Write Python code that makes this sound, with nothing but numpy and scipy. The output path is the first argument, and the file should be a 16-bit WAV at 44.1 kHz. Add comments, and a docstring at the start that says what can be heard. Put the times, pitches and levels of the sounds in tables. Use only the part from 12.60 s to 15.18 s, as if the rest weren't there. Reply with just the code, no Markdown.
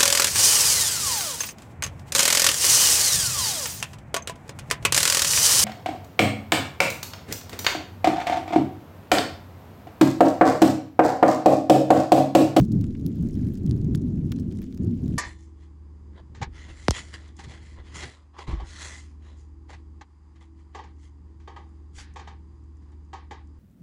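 """Close to a lava flow in the open: the cooling glassy crust snaps in short dry cracks.
Each crack is an impulse, a noise burst and a rattle, passed through filters at its own pitch.
Under them lie tiny ticks, made of random short noise bursts, and a faint hiss of shaped noise.
Gusty wind buffets the microphone as a deep rumble: low noise whose level rises and falls."""
import sys
import numpy as np
from scipy import signal
from scipy.fft import rfft, irfft
from scipy.io import wavfile
from scipy.ndimage import uniform_filter1d

SR = 44100
rng = np.random.default_rng(int(sys.argv[2]) if len(sys.argv) > 2 else 0)


def makeup_ratio(level_db):
    """Linear amplitude ratio for a level in decibels (20 dB per factor of ten)."""
    decades = np.asarray(level_db, float) / 20
    return 10 ** decades


def materialize(psi):
    """Save the field psi as 16-bit PCM at rate SR to the path in sys.argv[1].

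    A 1-D psi becomes a single channel; in a 2-D psi each row is a channel.
    """
    bounded = np.clip(np.atleast_2d(psi).T, -1, 1)
    quanta = np.round(bounded * 32767).astype(np.int16)
    wavfile.write(sys.argv[1], SR, quanta)


N = 113778  # length of the scene in samples

# Single snaps of the crust; the level is before CRACK_BOOST_DB, the edge is against the body,
# the length is before DECAY_SHARE: start_s [s], level_db [dB], pitch_hz [Hz], edge_db [dB], length_ms [ms]
CRACK_EVENTS = [(0.012, -35, 5800, 0, 1.5), (0.0175, -49, 6100, -11, 4.2), (0.0303, -49, 4500, -13, 4.7),
                (0.0422, -48.5, 6400, -8, 5.6), (0.05, -47, 5400, -1, 3), (0.089, -56, 4870, -16, 0.46),
                (0.1193, -37.5, 4500, -15, 0.23), (0.1232, -38.5, 7100, -2, 1.2),
                (0.13, -54, 6700, -13, 1.9), (0.15, -52, 3870, 2, 2), (0.2124, -35, 4300, -1, 0.15),
                (0.2414, -41, 3200, -10, 1.3), (0.2678, -49, 6800, -11, 0.53),
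                (0.307, -50.5, 4100, -13, 2.3), (0.3511, -48, 2400, -22, 3.1), (0.3974, -51, 3730, -3, 1.3),
                (0.4122, -51, 4900, -20, 0.9), (0.4642, -27, 4400, 4, 0.21), (0.4707, -52, 6100, 1, 0.9),
                (0.4756, -55, 4000, 9, 2.8), (0.482, -50, 7400, 0, 1.4), (0.4886, -52, 5300, 4, 1.0),
                (0.5574, -46.5, 5130, 3, 0.9), (0.6262, -45, 6600, -3, 1.1), (0.61, -52, 7100, -14, 0.8),
                (0.739, -53, 5500, -7, 0.8), (0.673, -51, 5100, -16, 1.0), (0.6878, -43, 5360, -2.5, 0.52),
                (0.709, -52, 5600, -5, 1.7), (0.743, -49, 5300, -12, 0.98), (0.7539, -47, 3700, -3, 1.3),
                (0.7756, -55, 5100, 1, 3.7), (0.791, -51, 4400, -4, 2.1), (0.813, -50, 5000, -16, 0.77),
                (0.8478, -47, 3600, -1, 1.2), (0.869, -51.5, 3040, -3, 5), (0.8862, -48, 2670, 7, 2.7),
                (0.9378, -43.5, 4800, 16, 0.9), (0.945, -57, 5600, -3, 4.7), (0.954, -44, 4650, -5, 2.2),
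                (0.974, -46.5, 5100, -13, 3.6), (0.978, -51, 6100, 7, 2.4), (1.035, -50, 6700, -1, 0.9),
                (1.063, -42.5, 6800, -13, 0.3), (1.0642, -36.5, 5330, -3.5, 0.2),
                (1.0674, -54.5, 2500, -21, 0.48), (1.0955, -40, 7000, -3, 0.15),
                (1.1115, -30.5, 4530, -14, 0.32), (1.165, -52, 4500, 3, 1.3), (1.2155, -46, 4430, -15, 0.7),
                (1.2462, -47, 6550, -9, 0.7), (1.3493, -30, 3260, -8, 0.78), (1.356, -48, 5800, -3, 2.1),
                (1.355, -32.5, 7460, -15, 0.86), (1.3576, -41, 6300, -10, 1.7), (1.376, -50, 4200, -11, 3),
                (1.4162, -51, 6260, -6, 0.9), (1.4206, -48, 6100, -4, 0.8), (1.5584, -53, 6430, -15, 0.8),
                (1.576, -54, 2500, -1, 2), (1.5892, -56, 6500, 1, 1.8), (1.7191, -31, 3360, -7, 2.2),
                (1.7204, -33.5, 3250, 7, 0.51), (1.7229, -30.5, 2440, 5, 1.27),
                (1.7613, -49, 4200, -13, 4.8), (1.784, -54, 4560, -16, 2), (1.788, -45.5, 3100, -17, 0.9),
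                (1.797, -45.5, 5800, -3, 7), (1.908, -56, 6050, -8, 5.5), (1.9135, -48, 3100, -27, 3),
                (1.9228, -50, 6030, -6, 4), (1.9262, -51.5, 2150, -23, 2.3), (1.952, -54, 6500, -15, 1.2),
                (1.964, -56, 5500, -12, 3), (1.972, -49, 5540, -12, 2.2), (1.9873, -48.5, 5740, -17, 4),
                (1.9885, -50, 2900, -20, 3), (2.0188, -49.5, 1750, -20, 2.5), (2.027, -51, 3300, -7, 6.5),
                (2.018, -44.5, 4600, 9, 3.3), (2.038, -54, 5760, -12, 2.0), (2.041, -53, 2150, -23, 3.1),
                (2.042, -49, 6500, -9, 1.2), (2.065, -52, 4800, -18, 1), (2.126, -45, 3440, -15, 0.91),
                (2.143, -55, 4800, -10, 2.2), (2.147, -45, 3900, -2, 1), (2.1732, -48, 6150, 5, 0.84),
                (2.1761, -42.5, 3700, -9, 0.7), (2.235, -47.5, 4600, -13, 1.1),
                (2.247, -48, 6900, -12, 0.93), (2.313, -53.5, 4870, -19, 0.91), (2.459, -48, 3780, -5, 4),
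                (2.48, -46, 3620, -3, 3.3), (2.54, -49, 2680, -20, 0.96)]
# Wind strength over time, before each pitch region takes its share of the swing: time_s [s], level_db [dB]
WIND_GUSTS = [(0.0, -18), (.07, -27), (.14, -22), (.24, -24.5), (.36, -28.5), (.48, -23), (.54, -27.5),
              (.645, -22.5), (.71, -27), (.86, -23.5), (.97, -28), (1.11, -21.5), (1.21, -25),
              (1.31, -22.5), (1.4, -24.5), (1.8, -25.5), (1.93, -25.5), (2.04, -29), (2.13, -32),
              (2.21, -24), (2.27, -23), (2.38, -28.5), (2.45, -24), (2.58, -25.5)]
# Tone colour of the wind, only the shape counts: pitch_hz [Hz], relative_db [dB per Hz]
WIND_COLOUR = [(15, -2.5), (30, -17.5), (60, -3.5), (100, 0.5), (240, -0.73), (300, -6), (370, -14.5),
               (520, -33), (800, -45), (1300, -54), (4500, -73)]
# How strongly each pitch region follows the gusts: pitch_hz [Hz], share [dB per dB]
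WIND_REACH = [(30, 0.3), (130, 2.54), (280, 1.12), (1500, 1.3)]
# Activity of the crust, which moves ticks and hiss: time_s [s], level_db [dB]
CRUST_ACTIVITY = [(0.0, -68.5), (.08, -69.5), (.5, -69.5), (.7, -66.5), (.82, -64), (1.05, -68),
                  (1.5, -71.5), (1.75, -67.5), (1.88, -73), (2.0, -68), (2.2, -71), (2.4, -67.5),
                  (2.58, -65)]
# Tone colour of the hiss, only the shape counts: pitch_hz [Hz], relative_db [dB per Hz]
HISS_COLOUR = [(500, -16.5), (1200, 2), (3000, 0.5), (6900, -1.5), (9400, -12.5), (15200, -13),
               (16500, -19)]
# One band for each size of flake: pitch_hz [Hz], width_hz [Hz], relative_db [dB]
FLAKE_BANDS = [(1640, 300, 0.5), (2190, 700, 2.5), (3100, 900, 3.5), (4100, 840, -2), (5400, 1400, 3),
               (6800, 780, 1.5), (9600, 3300, -1), (14000, 3000, -7)]

CRACK_BOOST_DB = 3.5  # added to every crack
SNAP_DB, TAIL_DB, TAIL_MS = 13.5, -29, 10  # first impulse and rattle, against the burst
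DECAY_SHARE = 0.94  # time constant of the burst, as a share of the crack's length
BODY_OCTAVES, RING_OCTAVES = 1.68, 0.18  # widths of the two filters around the pitch
EDGE_BAND_HZ, KNOCK_BAND_HZ = (10700, 17900), (1040, 2880)
KNOCK_DB, KNOCK_DB_PER_OCTAVE = 3, -30  # knock of a 3 kHz crack; higher cracks knock less
RING_DB, RING_PER_EDGE = -13.5, 0.44  # a duller edge rings more, dB per dB
TICKS_PER_S = 1500  # all bands together
TICK_SPREAD_DB, TICK_CLUMP_DB, TICK_CAP_DB, TICK_MS = 5, 2, 15.5, 1
ACTIVITY_MEAN_DB, HISS_FOLLOWS, TICKS_FOLLOW = -67.5, 0.38, 1.3  # follow the activity, dB per dB
HISS_DB, HISS_FLICKER_DB = -4, 1.25  # HISS_DB is against the mean activity level
GUST_MEAN_DB, WIND_FLICKER_DB = -24.5, 0.5


def unit(x):
    """Scale to rms 1."""
    return x / np.sqrt(np.mean(x ** 2))


def curve(table):
    """Draw straight lines between (s, dB) rows to get a level for every sample."""
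    return np.interp(np.arange(N) / SR, *np.array(table).T)


def walk(rate):
    """Random levels held 1 / rate s and smoothed twice, with rms 1."""
    hold = int(SR / rate)
    steps = np.repeat(rng.standard_normal(N // hold + 1), hold)
    smooth = uniform_filter1d(uniform_filter1d(steps, hold), hold)
    return unit(smooth[:N])


def around(hz, octaves):
    """Lower and upper edge in Hz of a band this wide, centred on a pitch."""
    return hz * 2 ** (np.array([-.5, .5]) * octaves)


def band_pass(order, edges_hz, x):
    """Let mainly the sound between two edges through."""
    return signal.sosfilt(signal.butter(order, edges_hz, "bp", fs=SR, output="sos"), x)


def cracks():
    """A sudden push sets off a pitched body, a narrow ring, a low knock and a bright edge."""
    out = np.zeros(N + 1024)
    ms = np.arange(1024) / SR * 1000
    noises = rng.standard_normal((len(CRACK_EVENTS), 1024))
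    for (start_s, level_db, hz, edge_db, length_ms), noise in zip(CRACK_EVENTS, noises):
        burst = np.exp(-ms / length_ms / DECAY_SHARE)
        rattle = makeup_ratio(TAIL_DB) * np.exp(-ms / TAIL_MS)
        push = noise * (burst + rattle)
        push[0] = makeup_ratio(SNAP_DB)
        body = unit(band_pass(2, around(hz, BODY_OCTAVES), push))
        edge = unit(band_pass(2, EDGE_BAND_HZ, push))
        knock = unit(band_pass(2, KNOCK_BAND_HZ, push))
        ring = unit(band_pass(1, around(hz, RING_OCTAVES), push))
        knock_db = KNOCK_DB + KNOCK_DB_PER_OCTAVE * np.log2(hz / 3000)
        ring_db = RING_DB - RING_PER_EDGE * edge_db
        crack = body + makeup_ratio(edge_db) * edge + makeup_ratio(knock_db) * knock + makeup_ratio(ring_db) * ring
        peak = makeup_ratio(level_db + CRACK_BOOST_DB)
        out[int(start_s * SR):][:1024] += peak * crack / abs(crack).max()
    return out[:N]


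def ticks():
    """Countless tiny flakes pop off in clumps, each size of flake in its own band."""
    out = 0
    fade = np.exp(-np.arange(256) / SR * 1000 / TICK_MS)
    for hz, width_hz, relative_db in FLAKE_BANDS:
        pops = rng.random(N) < TICKS_PER_S / len(FLAKE_BANDS) / SR
        pop_db = TICK_SPREAD_DB * rng.exponential(size=N) + TICK_CLUMP_DB * walk(60)
        sizes = pops * makeup_ratio(np.minimum(pop_db, TICK_CAP_DB))
        bursts = np.convolve(sizes, fade)[:N] * rng.standard_normal(N)
        band = band_pass(1, [hz - width_hz / 2, hz + width_hz / 2], bursts)
        out = out + makeup_ratio(relative_db) * unit(band)
    level_db = ACTIVITY_MEAN_DB + TICKS_FOLLOW * (curve(CRUST_ACTIVITY) - ACTIVITY_MEAN_DB)
    return makeup_ratio(level_db) * unit(out)


def airy(colour, shared_db, flicker_db, rate, band_level_db):
    """Coloured noise in half-octave bands that swell together, flicker alone and get their own level."""
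    octave = np.log2(np.maximum(np.arange(N // 2 + 1) * SR / N, 1))  # octaves above 1 Hz
    hz, relative_db = np.array(colour).T
    shape_db = np.interp(octave, np.log2(hz), relative_db, left=-90, right=-120)
    noise = rfft(rng.standard_normal(N)) * makeup_ratio(shape_db)
    swell_db = shared_db * walk(rate)
    plain, levelled = 0, 0
    for centre in np.arange(3.5, 15, .5):
        overlap = np.clip(1 - 2 * abs(octave - centre), 0, 1)  # neighbouring bands fade into each other
        band = irfft(noise * overlap, N) * makeup_ratio(swell_db + flicker_db * walk(rate))
        plain = plain + band
        levelled = levelled + band * makeup_ratio(band_level_db(centre))
    return levelled / np.std(plain)


def hiss():
    """Faint shaped noise that partly follows the activity of the crust."""
    activity_db = curve(CRUST_ACTIVITY) - ACTIVITY_MEAN_DB
    level_db = ACTIVITY_MEAN_DB + HISS_FOLLOWS * activity_db + HISS_DB
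    return airy(HISS_COLOUR, HISS_FLICKER_DB, HISS_FLICKER_DB, 29.0, lambda octave: level_db)


def wind():
    """Gusts buffet the microphone as low noise; each pitch region takes its own share of the swing."""
    gust_db = curve(WIND_GUSTS) - GUST_MEAN_DB
    hz, share = np.array(WIND_REACH).T

    def level_db(octave):
        """Level over time of the band at this octave."""
        return GUST_MEAN_DB + gust_db * np.interp(octave, np.log2(hz), share)

    return airy(WIND_COLOUR, WIND_FLICKER_DB, WIND_FLICKER_DB, 13.9, level_db)


def scene():
    """Wind, hiss, ticks and cracks add up at one microphone."""
    return (wind() + hiss() + ticks() + cracks())[None]


def roll_off(x):
    """The treble ends steeply here."""
    return signal.sosfilt(signal.butter(12, 16650, fs=SR, output="sos"), x)


def record(dry):
    """A steep low-pass filter cuts the top above 15950 Hz."""
    low_pass = signal.ellip(6, .3, 40, 15950, fs=SR, output="sos")
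    dull = signal.sosfilt(low_pass, dry)
    return roll_off(dull)


dry = scene()
out = record(dry)
materialize(out)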